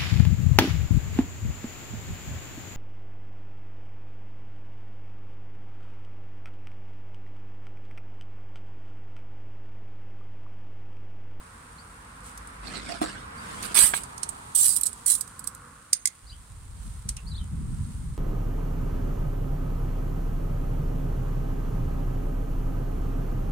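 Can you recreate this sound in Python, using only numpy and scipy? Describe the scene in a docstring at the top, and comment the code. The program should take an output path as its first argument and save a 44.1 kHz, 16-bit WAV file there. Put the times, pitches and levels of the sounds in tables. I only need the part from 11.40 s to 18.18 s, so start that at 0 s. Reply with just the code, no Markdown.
"""Metal tongs scrape, click and snap on a charcoal grill in a garden, over a faint sizzle of food.
The tips stick and slip on the grate or strike it, and the steel rings briefly in the hand.
Rubs and bumps shake the camera body, with gritty catches among them. Tyres roar far off over
a low rumble, an engine drones for a while and a sparrow chirps in thin, quick glides.
Towards the end, eddies of wind buffet the microphone."""
import sys
import numpy as np
from scipy import signal
from scipy.fft import rfft, irfft, next_fast_len
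from scipy.io import wavfile
from scipy.ndimage import uniform_filter1d, map_coordinates

SR = 44100
rng = np.random.default_rng(int(sys.argv[2]) if len(sys.argv) > 2 else 0)


def file_out(sig):
    """Save sig as 16-bit WAV at sys.argv[1]."""
    # one column per channel
    cols = np.atleast_2d(sig).T
    # limit, then scale
    lim = np.clip(cols, -1, 1)
    pcm = np.round(lim * 32767).astype(np.int16)
    wavfile.write(sys.argv[1], SR, pcm)


N = 298943
LEAD_IN_S = 0.0032  # a faint noise lead-in just before each click and clack


def amp(db):
    """Decibels to gain."""
    return 10 ** (np.asarray(db) / 20)


def unit(x):
    """x at rms 1."""
    return x / np.sqrt(np.mean(x ** 2) + 1e-20)


def along(points, hz):
    """Read (frequency [Hz], value) points along a log frequency axis."""
    f, v = np.transpose(points)
    return np.interp(np.log(hz + 1), np.log(f + 1), v)


def curves(rows):
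    """Automation lanes: one value per sample for each column after the time."""
    s, *cols = np.transpose(rows)
    return [np.interp(np.arange(N) / SR, s, c) for c in cols]


def wobble(rate):
    """A smooth random curve, rate knots a second."""
    return map_coordinates(rng.standard_normal(int(N * rate / SR) + 4), [np.arange(N) * rate / SR])


def swell(start, length, sag_db, attack_s, release_db_per_s):
    """Envelope of one gesture: attack, an arch whose ends sag below its middle, release."""
    t = np.maximum(np.arange(N) / SR - start, 0)
    sag = (2 * np.minimum(t / length, 1) - 1) ** 2
    release_db = np.minimum(release_db_per_s * np.maximum(t - length, 0), 200)
    return (1 - np.exp(-t / attack_s)) * amp(-sag_db * sag - release_db)


def filtered(x, response):
    """Zero-phase EQ: response gives the gain at each frequency."""
    m = next_fast_len(N + SR // 2)
    return irfft(rfft(x, m) * response(np.fft.rfftfreq(m, 1 / SR)), m)[..., :N]


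def coloured(x, spectrum, size=2048):
    """Minimum-phase EQ of unit energy, so nothing rings ahead of a hit."""
    cepstrum = irfft(np.log(amp(along(spectrum, np.fft.rfftfreq(size, 1 / SR))) + 1e-6))
    cepstrum[1:size // 2] *= 2
    cepstrum[size // 2 + 1:] = 0
    kernel = irfft(np.exp(rfft(cepstrum)))
    return signal.fftconvolve(x, kernel[None] / np.linalg.norm(kernel), axes=1)[:, :x.shape[1]]


def spread(pair, side_db):
    """Two unrelated signals as mid and side of a stereo pair."""
    side = pair[1] * amp(side_db)
    return np.array([pair[0] + side, pair[0] - side])


def placed(pair, pan_db):
    """Pan two unrelated signals (positive is left); their mean keeps its level."""
    gains = amp([[pan_db / 2], [-pan_db / 2]])
    return pair * 2 * gains / np.linalg.norm(gains)


def add(out, s, sound):
    """Mix a stereo sound in at time s."""
    part = out[:, max(round(s * SR), 0):][:, :sound.shape[1]]
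    part += sound[:, :part.shape[1]]


def rush(spectrum):
    """Two unrelated noises of rms 1 with this spectrum."""
    return unit(filtered(rng.standard_normal((2, N)), lambda hz: amp(along(spectrum, hz))))


def slips(rate, scatter_db):
    """Stick-slip: tiny impacts of uneven size at random times, about rate a second."""
    hits = (rng.random(N) < rate / SR) * amp(scatter_db * rng.standard_normal(N))
    return unit(hits * rng.standard_normal((2, N)))


def shifting(x, depth_db, width_bins, life_frames):
    """Resonances that come and go as a contact point slides."""
    hz, _, z = signal.stft(x, SR, nperseg=512)
    field = rng.standard_normal(z.shape[1:]) + .5 * rng.standard_normal(z.shape)
    field = unit(uniform_filter1d(uniform_filter1d(field, width_bins, 1), life_frames, 2))
    depth = depth_db * np.clip(hz[:, None] / 1500, 0, 1)  # long waves hardly notice where the contact is
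    gain = amp(depth * field)
    band_rms = np.sqrt(np.mean(gain ** 2, axis=2, keepdims=True))
    return signal.istft(z * gain / band_rms, nperseg=512)[1][:, :N]


def sine_pair(hz, t):
    """A sine with a random phase in each channel."""
    return np.sin(2 * np.pi * (hz * t + rng.random((2, 1))))


def damped(hz, t60):
    """A unit-energy stereo ring of one mode."""
    t = np.arange(SR // 4) / SR
    ring = amp(-60 * t / t60) * sine_pair(hz, t)
    return ring / np.linalg.norm(ring, axis=1, keepdims=True)


def garden(x):
    """A short diffuse answer from the house and fence."""
    # reverb decay: (frequency [Hz], t60 [s])
    decay_times = [(200, 0.074), (2000, 0.22), (9000, 0.036), (15000, 0.022)]
    hz, t, z = signal.stft(rng.standard_normal((2, SR // 3)), SR, nperseg=256)
    tail = signal.istft(z * amp(-60 * t / along(decay_times, hz)[:, None]), SR, nperseg=256)[1]
    return signal.fftconvolve(x, tail / np.linalg.norm(tail[0]), axes=1)[:, :N]


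def traffic():
    """Far tyre roar, its colour drifting as the car passes, over a low rumble that follows its level."""
    # the pass-by: (time [s], relative level [dB], centre of the roar [Hz])
    pass_by = [(0, -52, 1190), (2.05, -44.5, 1210), (2.9, -49, 1027), (3.5, -52, 1115), (3.95, -51.5, 1224),
               (4.25, -51, 1240), (4.47, -57, 1290), (4.62, -60, 1260), (5.3, -59, 1110)]
    # the roar narrows around its centre: (time [s], sharpness [factor on the tyre EQ])
    focus = [(3.3, 1.8), (4.2, 3), (4.7, 1.7)]
    # stereo width of the roar: (time [s], side-to-mid [dB])
    width = [(0, 0.5), (2.9, 5), (3.5, 3), (3.95, -4.5), (5, -2)]
    # tyre noise before sharpening: (frequency [multiple of the centre], level [dB])
    tyre_eq = [(.15, -31), (0.384, -3.5), (.5, -9.5), (.72, -5.5), (.88, -2), (1, -3), (1.18, -3),
               (1.45, -6.5), (2.6, -13.5), (5, -17)]
    # town rumble: (frequency [Hz], level [dB])
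    rumble_eq = [(15, -38), (42, 0), (100, -3.5), (260, -9), (360, -20.5), (600, -43), (1200, -89)]
    car_db, centre_hz = curves(pass_by)
    sharpness, = curves(focus)
    hz, t, z = signal.stft(rng.standard_normal((2, N)), SR, nperseg=1024)
    centre, sharp = (np.interp(t, np.arange(N) / SR, c) for c in (centre_hz, sharpness))
    colour = amp(sharp * np.interp(hz[:, None] / centre, *np.transpose(tyre_eq), right=-80))
    roar = signal.istft(z * colour / np.linalg.norm(colour, axis=0), nperseg=1024)[1][:, :N]
    tyres = spread(unit(roar), curves(width)[0]) * amp(car_db - 2 + .9 * wobble(2.42))
    rumble = spread(rush(rumble_eq), side_db=-25) * amp(car_db - 1.5)
    return tyres * amp([[-1.2], [.8]]) + rumble


def engine():
    """A low drone swells and fades, wavering in level and pitch."""
    throttle = swell(start=0.36, length=1.44, sag_db=12, attack_s=0.14, release_db_per_s=62)
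    level = amp(-46.5 + 2.37 * wobble(5.35))
    hz = 52 + 2.24 * wobble(8.0)
    return throttle * level * np.sin(2 * np.pi * np.cumsum(hz) / SR)


def sparrow():
    """Thin, quick whistles that arch and trill as they glide, with a garden echo about as loud."""
    # syllables: (time [s], first pitch [Hz], last pitch [Hz], relative level [dB])
    chirps = [(0.379, 4070, 4550, -53.5), (1.972, 4470, 4600, -52.5), (4.863, 4060, 4910, -55),
              (4.892, 3750, 4870, -50), (4.915, 2600, 3520, -53.5), (5.864, 4150, 4800, -48),
              (5.902, 4700, 3670, -50), (5.94, 3190, 4820, -47.5), (5.965, 3070, 3940, -47.5),
              (5.994, 3300, 2830, -54)]
    syllable_s, arch_share, trill_share = .03, .04, .03
    out, progress = np.zeros((2, N)), np.linspace(0, 1, round(syllable_s * SR))
    arch = np.abs(np.sin(np.pi * progress))
    for s, first_hz, last_hz, db in chirps:
        glide = first_hz + (last_hz - first_hz) * progress
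        hz = glide * (1 + arch_share * arch + trill_share * wobble(300)[:len(progress)])
        whistle = amp(db) * np.sqrt(arch) * np.sin(2 * np.pi * np.cumsum(hz) / SR)
        add(out, s, np.tile(whistle, (2, 1)))
    return amp(-0.5) * out + amp(-1.0) * garden(out)


def sizzle():
    """A thin sizzling hiss with tiny spits in it; fat flares up on the coals now and then."""
    # thin hiss, coloured by a microphone resonance near 9 kHz: (frequency [Hz], level [dB])
    hiss_eq = [(1200, -7), (2200, -9.5), (4300, -8.5), (5600, -11), (7100, -6), (8800, 2), (9500, -0.5),
               (10800, -13), (16000, -22)]
    # flare-ups: (start [s], length [s], relative level [dB])
    flares = [(0.819, 0.11, -53), (1.937, 0.75, -51.5), (2.632, 1.45, -56), (5.334, 0.3, -59),
              (6.227, 0.48, -61.5)]
    spits = slips(rate=1200, scatter_db=3)
    fizz = rush(hiss_eq) + amp(-3.0) * coloured(spits, hiss_eq)
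    steady_power = amp(-61.5) ** 2
    flare_power = sum((amp(db) * swell(s, length, sag_db=8.5, attack_s=0.013, release_db_per_s=71)) ** 2
                      for s, length, db in flares)
    return placed(fizz, pan_db=-2.0) * np.sqrt(steady_power + flare_power) * amp(1.68)


def wind():
    """Eddies buffet the microphone in low lumps; the strongest gusts break into smaller, higher ones."""
    # gusts: (start [s], length [s], relative level [dB])
    gusts = [(4.822, 0.19, -47), (5.072, 0.39, -43), (5.346, 0.22, -39), (5.644, 0.038, -34),
             (5.822, 0.3, -35.5), (6.123, 0.39, -32), (6.573, 0.19, -34)]
    # big eddies: (frequency [Hz], level [dB])
    buffet_eq = [(12, -33), (22, -5.5), (55, 4), (110, -3.5), (200, -30), (400, -44), (1000, -83)]
    # small eddies: (frequency [Hz], level [dB])
    swirl_eq = [(40, -34), (130, 5.5), (230, -7), (330, -24), (500, -35), (1000, -69)]
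    gust = np.sqrt(sum((amp(db) * swell(s, length, sag_db=.5, attack_s=.0087, release_db_per_s=84)) ** 2
                       for s, length, db in gusts))
    lumps = spread(unit(rush(buffet_eq) * amp(1.95 * wobble(36))), side_db=-12.0)
    swirl = spread(unit(rush(swirl_eq) * amp(2.5 * wobble(40))), side_db=-8)
    swirl_share = gust / amp(-30.5)
    return gust * (amp(0.5) * lumps + amp(-2.5) * swirl * swirl_share)


def handling():
    """Rubbing and knocks shake the camera body and push its two ports in opposite ways."""
    # rubs: (start [s], length [s], relative level [dB])
    rubs = [(1.221, 0.1, -38), (1.296, 0.18, -36.5), (1.455, 0.14, -36.5), (1.608, 0.043, -27),
            (1.659, 0.17, -43), (1.993, 0.63, -40.5)]
    # the rubbed body: (frequency [Hz], level [dB])
    rub_eq = [(90, -44), (190, 3), (500, -10), (700, -9), (900, -13.5), (1500, -5.5), (2500, -11.5),
              (4800, -13), (6200, -22.5), (8500, -12), (15000, -55)]
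    # dull knocks: (time [s], relative level [dB], pitch [Hz], t60 [s], side-to-mid [dB], crack [dB])
    knocks = [(1.615, -19.5, 315, 0.13, -5, -11), (1.615, -31, 698, 0.13, 13, -6),
              (2.439, -15.5, 83.5, 0.018, -9, -23), (2.537, -12, 1620, 0.02, 1, -7),
              (2.54, -26.5, 960, 0.034, 4, 2)]
    # the hard edge of a knock: (frequency [Hz], level [dB])
    crack_eq = [(300, -13.5), (900, -1), (2000, -3), (3300, -11), (6000, -41)]
    knock_attack_s, crack_t60_s = 0.00045, 0.02
    force = shifting(slips(rate=4000, scatter_db=1.5), depth_db=4.5, width_bins=3, life_frames=7)
    rub = coloured(force, rub_eq) * unit(amp(1.1 * wobble(45.32)))
    pressure = sum(amp(db) * swell(s, length, sag_db=8.0, attack_s=0.0094, release_db_per_s=216)
                   for s, length, db in rubs)
    out = spread(rub, side_db=-1.5) * pressure * amp(-4.0)
    t = np.arange(SR // 4) / SR
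    for s, db, hz, t60, side_db, crack_db in knocks:
        thud_eq = [(hz / 4, -25), (hz, 0), (hz * 2, -10), (hz * 8, -32)]
        thud = coloured(rng.standard_normal((2, len(t))), thud_eq)
        ring = np.array([np.sin(2 * np.pi * hz * t), np.cos(2 * np.pi * hz * t)])
        envelope = amp(db - 60 * t / t60) * (1 - np.exp(-t / knock_attack_s))
        add(out, s, spread(0.8 * ring + 0.33 * thud, side_db) * envelope)
        crack = coloured(rng.standard_normal((2, len(t))), crack_eq)
        add(out, s, amp(db + crack_db - 60 * t / crack_t60_s) * crack)
    return out * amp([[-2.2], [1.2]])


def crunches():
    """Gritty catches: a run of slips through one narrow resonance that sinks as the contact slides."""
    # catches: (start [s], length [s], starting pitch [Hz], relative level [dB])
    catches = [(1.26, 0.02, 4500, -38), (1.333, 0.061, 4260, -44), (1.479, 0.074, 712, -42.5),
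               (1.507, 0.025, 4830, -44.5), (1.511, 0.031, 2580, -49), (1.627, 0.027, 4300, -50),
               (5.764, 0.033, 2810, -50.5)]
    ring_cycles, sink_share = 36, .04
    out, t = np.zeros((2, N)), np.arange(SR // 4) / SR
    grit = slips(rate=900, scatter_db=3)
    for s, length, hz, db in catches:
        pressure = swell(s, length, sag_db=7.2, attack_s=0.0014, release_db_per_s=500)
        drive = (grit * pressure)[:, round(s * SR):][:, :len(t)]
        ring = signal.fftconvolve(drive, damped(hz, ring_cycles / hz), axes=1)[:, :len(t)]
        lag_cycles = np.cumsum(hz * sink_share * np.minimum(t / length, 1)) / SR
        sinking = (signal.hilbert(ring) * np.exp(-2j * np.pi * lag_cycles)).real  # frequency shift
        add(out, s, amp(db) * sinking)
    return placed(out, pan_db=-17.0)


def steel(force, ring_db, max_t60):
    """Contact force heard directly and through the hand-damped modes of the tongs."""
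    # bright contact: (frequency [Hz], level [dB])
    rasp_eq = [(1200, -75), (2000, -41), (3400, -21), (4500, -16), (5800, -16.5), (7100, -10), (8000, -1),
               (8600, 3.5), (9500, 0.5), (10400, -7.5), (12100, -11), (15500, -19.5)]
    # modes of the steel: (frequency [Hz], relative level [dB], t60 before damping [s])
    modes = [(6100, -3.5, .15), (7840, 12, 0.074), (8900, 3, 0.3), (9050, -4, 0.083), (9470, 17, 0.043),
             (11000, 0, 0.082), (11630, -3, 0.081)]
    t = np.arange(SR // 4) / SR
    ring = sum(amp(db + rng.normal(0, 5.6, (2, 1)) - 60 * t / min(t60, max_t60)) * sine_pair(hz, t)
               for hz, db, t60 in modes)
    ring /= np.linalg.norm(ring, axis=1, keepdims=True)
    ringing = amp(ring_db) * signal.fftconvolve(force, ring, axes=1)[:, :N]
    return (coloured(force, rasp_eq) + ringing) / np.hypot(1, amp(ring_db))


def scrapes():
    """The tips drag in a chatter of slips and harder catches; one mode sings, pressure adds a grind."""
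    # strokes: (start [s], length [s], relative rasp [dB], relative grind [dB],
    #           mid-stroke swell [dB], singing mode [Hz])
    strokes = [(2.226, 0.043, -39.5, -38, 6, 9200), (2.344, 0.14, -16.5, -26.5, 10, 8160),
               (2.539, 0.043, -32, -38.5, 5, 8030), (3.149, 0.069, -21, -55, 6, 7480),
               (3.198, 0.13, -20, -57, 4.5, 8500), (3.356, 0.025, -23, -55, 13.5, 9500),
               (3.454, 0.024, -25.5, -70, 14, 8800), (3.66, 0.084, -21.5, -57, 3.5, 9600)]
    # hard-pressed contact: (frequency [Hz], level [dB])
    grind_eq = [(90, -71), (200, -14.5), (900, 1), (2800, 3.5), (4500, 1.5), (6000, -6), (9000, -25)]
    chatter_db, catch_db, sing_db, grind_fade_db = 1.8, -7, -10, 8
    rasp, grind, sing, t = np.zeros(N), np.zeros(N), np.zeros((2, N)), np.arange(N) / SR
    chatter = slips(rate=12000, scatter_db=0.0) * unit(amp(chatter_db * wobble(140)))
    catches = amp(catch_db) * slips(rate=220, scatter_db=2.5)
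    force = shifting(unit(chatter + catches), depth_db=4.5, width_bins=2, life_frames=7)
    for s, length, rasp_db, grind_db, swell_db, sing_hz in strokes:
        # the tips bite at once and lift off quickly
        pressure = swell(s - .001, length, swell_db, attack_s=0.0014, release_db_per_s=377)
        progress = np.clip((t - s) / length, 0, 1)
        rasp += amp(rasp_db) * pressure
        grind += amp(grind_db - grind_fade_db * (progress - .5)) * pressure
        drive = (force * pressure)[:, round(s * SR):][:, :SR // 2]
        note = signal.fftconvolve(drive, damped(sing_hz, t60=0.056), axes=1)
        add(sing, s, amp(rasp_db + sing_db) * note)
    bright = placed(steel(force * rasp, ring_db=-8, max_t60=.12) + sing, pan_db=-9.5)
    low = placed(coloured(force * grind, grind_eq), pan_db=-7.5)
    return amp(1.0) * bright + amp(-0.5) * low


def clicks():
    """After a faint noise lead-in, the tips strike the grate and leave a faint rattle and ring."""
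    # contacts: (time [s], relative level [dB], body [dB], treble [dB])
    contacts = [(0.9762, -31, -14.5, 1), (1.073, -34.5, -44, -7), (2.2264, -22.5, -26, -5),
                (2.566, -22, -34, -6), (2.635, -26, -20, -8), (2.7787, -29.5, -12, 1),
                (2.832, -16, -15, -12), (2.8908, -18, -43, -7), (3.357, -30, -38, -8),
                (3.4114, -12.5, -38, 5), (3.4343, -10.5, -51, -6), (3.467, -10.5, -57, -4),
                (3.53, -27.5, -42, -12), (3.7003, -8, -26, -15), (3.751, -14.5, -26, -21),
                (3.8098, -13, -24, -0.5), (3.877, -32.5, -20, -5), (3.9932, -25.5, -42, 0),
                (4.042, -27.5, -41, -5), (4.0733, -16.5, -24, 0), (4.149, -31.5, -26, 2),
                (5.69, -16, -15.5, -5), (5.767, -33.5, -6.5, -5)]
    # the tongs move about the grate: (time [s], left over right [dB])
    pan_path = [(1, 0), (2.7, -11), (3.4, -11.5), (4.1, -12.5), (5.7, -0.5)]
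    # body of the arms: (frequency [Hz], level [dB])
    arms_eq = [(900, -84), (1500, -11), (2000, -8), (3300, -7.5), (6600, 7), (11000, -35)]
    attack_s, blow_t60_s = 0.0014, 0.021
    lead_in_db, rattle_db, rattle_t60_s = -26, -19.5, 0.11
    tips, arms, t = np.zeros((2, N)), np.zeros((2, N)), np.arange(SR // 8) / SR
    age = np.maximum(t - LEAD_IN_S, 0)
    decay = amp(-60 * age / blow_t60_s) + amp(rattle_db - 60 * age / rattle_t60_s)
    envelope = decay * (1 - np.exp(-age / attack_s)) + amp(lead_in_db) * (t < LEAD_IN_S)
    burst = lambda pan_db: placed(rng.standard_normal((2, len(t))), pan_db) * envelope
    hz = np.linspace(3000, 16000, 24)
    for s, db, body_db, treble_db in contacts:
        pan_db = np.interp(s, *np.transpose(pan_path))
        # where the tips land decides which resonances speak
        colour = np.c_[hz, rng.normal(0, 3, len(hz)) + np.interp(hz, [10000, 12000], [0, treble_db])]
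        start = s - LEAD_IN_S - .001
        add(tips, start, coloured(burst(pan_db) * amp(db), colour))
        add(arms, start, burst(pan_db) * amp(db + body_db))
    return amp(-3.0) * steel(tips, ring_db=-22, max_t60=.3) + amp(5.5) * coloured(arms, arms_eq)


def snaps():
    """The jaws clack together: a brief rising hiss, a hard crack, a hollow note and a thin ring."""
    # clacks: (time [s], relative level [dB], lead-in [dB], hollow [dB], ring [dB], left over right [dB])
    clacks = [(4.531, -8, -12, -22, -17, -6), (4.6554, -12.5, -36, -10, -36, -11.5),
              (4.6732, -19, -8, -16, -35, -6)]
    # crack of the jaws: (frequency [Hz], level [dB])
    jaw_eq = [(900, -57), (2000, -23), (3000, -26), (5100, -9), (5700, -13.5), (6400, -3), (7800, -7),
              (9050, 3), (11000, -25.5), (12800, -19), (15500, -28)]
    # modes of the jaws: (frequency [Hz], relative level [dB], t60 [s])
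    jaw_modes = [(5020, -3, 0.062), (6440, -18, 0.36), (8705, -4, .15), (8990, -12, 0.17), (9100, -11, 0.3)]
    attack_s, blow_t60_s, tail_db, tail_t60_s = 0.00033, 0.023, -24, 0.11
    out, t = np.zeros((2, N)), np.arange(SR // 4) / SR
    age = np.maximum(t - LEAD_IN_S, 0)
    onset = 1 - np.exp(-age / attack_s)
    blow = onset * (amp(-60 * age / blow_t60_s) + amp(tail_db - 60 * age / tail_t60_s))
    tone = lambda hz, t60: onset * amp(-60 * age / t60) * sine_pair(hz, t)
    for s, db, lead_in_db, hollow_db, ring_db, pan_db in clacks:
        lead_in = amp(lead_in_db) * (t < LEAD_IN_S) * t / LEAD_IN_S
        crack = coloured(rng.standard_normal((2, len(t))) * (blow + lead_in), jaw_eq)
        # the touching jaws buzz, which roughens their ring
        ring = sum(amp(level) * tone(hz, t60) * wobble(260)[:len(t)] for hz, level, t60 in jaw_modes)
        hollow = amp(hollow_db) * tone(hz=2087, t60=0.014)  # the channel between the arms
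        add(out, s - LEAD_IN_S, amp(db) * placed(crack + hollow + amp(ring_db) * ring, pan_db))
    return out


def scene():
    """Tongs in front with a touch of garden reverb, everything else around them."""
    tongs = scrapes() + clicks() + snaps()
    foreground = tongs + amp(-13.5) * garden(tongs) + handling() + crunches()
    return foreground + sizzle() + traffic() + engine() + wind() + sparrow()


def record(dry):
    """A soft clip rounds off the highest peaks, then a steep high cut trims the top."""
    ceiling, top_hz = .9, 15900
    limited = dry / (1 + np.abs(dry / ceiling) ** 6) ** (1 / 6)
    return filtered(limited, lambda hz: np.clip((top_hz - hz) / 300 + .5, 0, 1))


dry = scene()
out = record(dry)
file_out(out)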